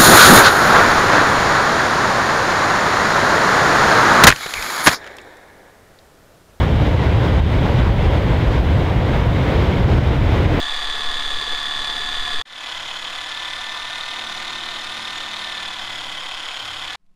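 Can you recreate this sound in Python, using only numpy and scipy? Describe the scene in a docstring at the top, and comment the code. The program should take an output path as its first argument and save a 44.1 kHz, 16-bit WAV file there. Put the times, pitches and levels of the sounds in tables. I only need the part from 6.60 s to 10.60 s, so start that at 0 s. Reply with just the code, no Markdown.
"""A deep, turbulent rumble under a broad, steady roar, with a thin hiss on top: a geyser venting steam
outdoors at night. Large eddies in the steam column make the rumble, small eddies at the vent the roar.
The recorder's limiter ducks the roar and hiss by a couple of dB, written as a gain curve. It also
catches the biggest lumps of the rumble, so the whole sound flutters slightly."""
import sys
import numpy as np
from scipy import signal
from scipy.fft import rfft, irfft, next_fast_len
from scipy.io import wavfile
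from scipy.ndimage import uniform_filter1d, minimum_filter1d, map_coordinates

SR = 44100
rng = np.random.default_rng(int(sys.argv[2]) if len(sys.argv) > 2 else 0)


def to_wav(s):
    """Save 16-bit WAV."""
    ch = np.atleast_2d(s).T  # columns
    pcm = np.round(np.clip(ch, -1, 1) * 32767)  # PCM
    wavfile.write(sys.argv[1], SR, pcm.astype(np.int16))


N = 176400

# thin hiss: freq_hz, density_db
HISS_SPECTRUM = [(1000, 6.5), (9000, -1), (12000, -1), (15500, -1.5)]
# deepest rumble of the steam column: freq_hz, density_db
DEEP_SPECTRUM = [(12, -48), (22, -30), (29, -8), (37, 1.5), (50, 2), (65, -2), (100, -25), (300, -74)]
# swell of the deepest rumble: time_s, gain_db
DEEP_SWELL = [(0, -3), (.7, -6), (1.25, 2), (1.8, 3), (2.15, 3.5), (2.7, -4), (3.2, -1.5), (4, -1.5)]
# upper-bass boom of the steam column: freq_hz, density_db
BOOM_SPECTRUM = [(24, -55), (45, -14), (64, 1), (100, 0.1), (145, -5), (195, -11.5), (245, -20), (500, -45),
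                 (1500, -88)]
# swell of the boom: time_s, gain_db
BOOM_SWELL = [(0, .3), (.4, 2.1), (.9, 0), (1.3, 0), (2.3, -2.4), (2.65, -0.1), (2.85, -3), (3.1, 0),
              (3.4, 2), (3.6, -2.3), (4, -0.5)]
# roar of the jet at the vent: freq_hz, density_db
ROAR_SPECTRUM = [(80, -20), (230, -1), (290, 3), (380, -.5), (520, -0.5), (820, -6.5), (950, -6),
                 (1270, -12.5), (1520, -12), (1780, -13.5), (2120, -12.5), (2600, -18), (3150, -17.5),
                 (3700, -20), (4400, -28.5), (5000, -30.5), (5600, -35), (7000, -40), (9000, -49.5),
                 (15000, -72)]
# dips and recoveries as the recorder's limiter ducks, heard on roar and hiss: time_s, gain_db
LIMITER_DUCKING = [(.04, 3), (.09, -2), (.27, 2), (.58, -0.8), (.65, 2.5), (.78, -1.2), (1.05, 1),
                   (1.28, 0.4), (1.37, -1.5), (1.53, 2), (1.62, -1.5), (1.9, .3), (2.1, -1.4), (2.2, 0.1),
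                   (2.44, -2), (2.55, 1.4), (2.65, -1.5), (2.92, 2), (3.26, -0.8), (3.37, 1.3), (3.41, 0.9),
                   (3.6, -1.9), (3.77, 2.3), (3.86, 0.2), (4, 1.8)]

CHURN_PER_S = 20


def amp(db):
    """Decibels to gain."""
    return 10 ** (np.asarray(db) / 20)


def unit(x):
    """x at rms 1."""
    return x / np.sqrt(np.mean(x ** 2) + 1e-20)


def along(points, hz):
    """(freq_hz, value) points read on a log axis."""
    freq_hz, values = np.transpose(points)
    return np.interp(np.log(hz + 1), np.log(freq_hz + 1), values)


def curve(points):
    """(time_s, value) points as one value per sample."""
    return np.interp(np.arange(N) / SR, *np.transpose(points))


def wobble(knots_per_s):
    """Smooth random curve."""
    position = np.arange(N) * knots_per_s / SR
    return map_coordinates(rng.standard_normal(1024), [position], mode="wrap")


def filtered(x, response):
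    """x through a zero-phase filter of gain response(hz)."""
    size = next_fast_len(N + SR // 2)
    hz = np.fft.rfftfreq(size, 1 / SR)
    return irfft(rfft(x, size) * response(hz), size)[:N]


def coloured(x, spectrum):
    """x shaped by a spectrum table, at rms 1."""
    return unit(filtered(x, lambda hz: amp(along(spectrum, hz))))


def eddies(depth_db):
    """White noise with random gain in small patches of frequency and time."""
    cells = signal.stft(rng.standard_normal(N), nperseg=512)[2]
    patches = uniform_filter1d(rng.standard_normal(cells.shape), size=9, axis=0)
    patches = uniform_filter1d(patches, size=16, axis=1)
    return signal.istft(cells * amp(depth_db * unit(patches)), nperseg=512)[1][:N]


def hiss(level_db=-53.5, ducking_share=0.8):
    """Faint, smooth hiss, ducked along with the roar."""
    gain = amp(level_db + ducking_share * curve(LIMITER_DUCKING))
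    return gain * coloured(rng.standard_normal(N), HISS_SPECTRUM)


def rumble(deep_db=-20.5, boom_db=-15, churn_db=1.05):
    """Large eddies in the steam column: a slowly swelling deep rumble, a churning boom above it."""
    deep_gain = amp(deep_db + curve(DEEP_SWELL))
    deep = deep_gain * coloured(rng.standard_normal(N), DEEP_SPECTRUM)
    boom_gain = amp(boom_db + curve(BOOM_SWELL) + churn_db * wobble(CHURN_PER_S))
    boom = boom_gain * coloured(rng.standard_normal(N), BOOM_SPECTRUM)
    return deep + boom


def roar(level_db=-22, churn_db=0.51):
    """Small eddies at the vent: a broad rush whose colour keeps shifting slightly."""
    gain = amp(level_db + curve(LIMITER_DUCKING) + churn_db * wobble(CHURN_PER_S))
    return gain * coloured(eddies(depth_db=0.58), ROAR_SPECTRUM)


def scene():
    """The geyser, mono."""
    return (rumble() + roar() + hiss())[None]


def limiter(x, ceiling=0.53, window_s=0.0013, release_db_per_s=43):
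    """Gain drops just ahead of each peak over the ceiling and recovers at a steady rate."""
    window = int(window_s * SR)
    needed_db = -20 * np.log10(np.maximum(np.abs(x) / ceiling, 1))
    held_db = minimum_filter1d(needed_db, window)
    recovery_db = release_db_per_s * np.arange(N) / SR
    gain_db = np.minimum.accumulate(held_db - recovery_db) + recovery_db
    return x * amp(uniform_filter1d(gain_db, window))


def record(dry):
    """Recorder: peak limiter, then brick-wall low-pass."""
    cutoff_hz = 15800
    return filtered(limiter(dry[0]), lambda hz: hz < cutoff_hz)[None]


dry = scene()
out = record(dry)
to_wav(out)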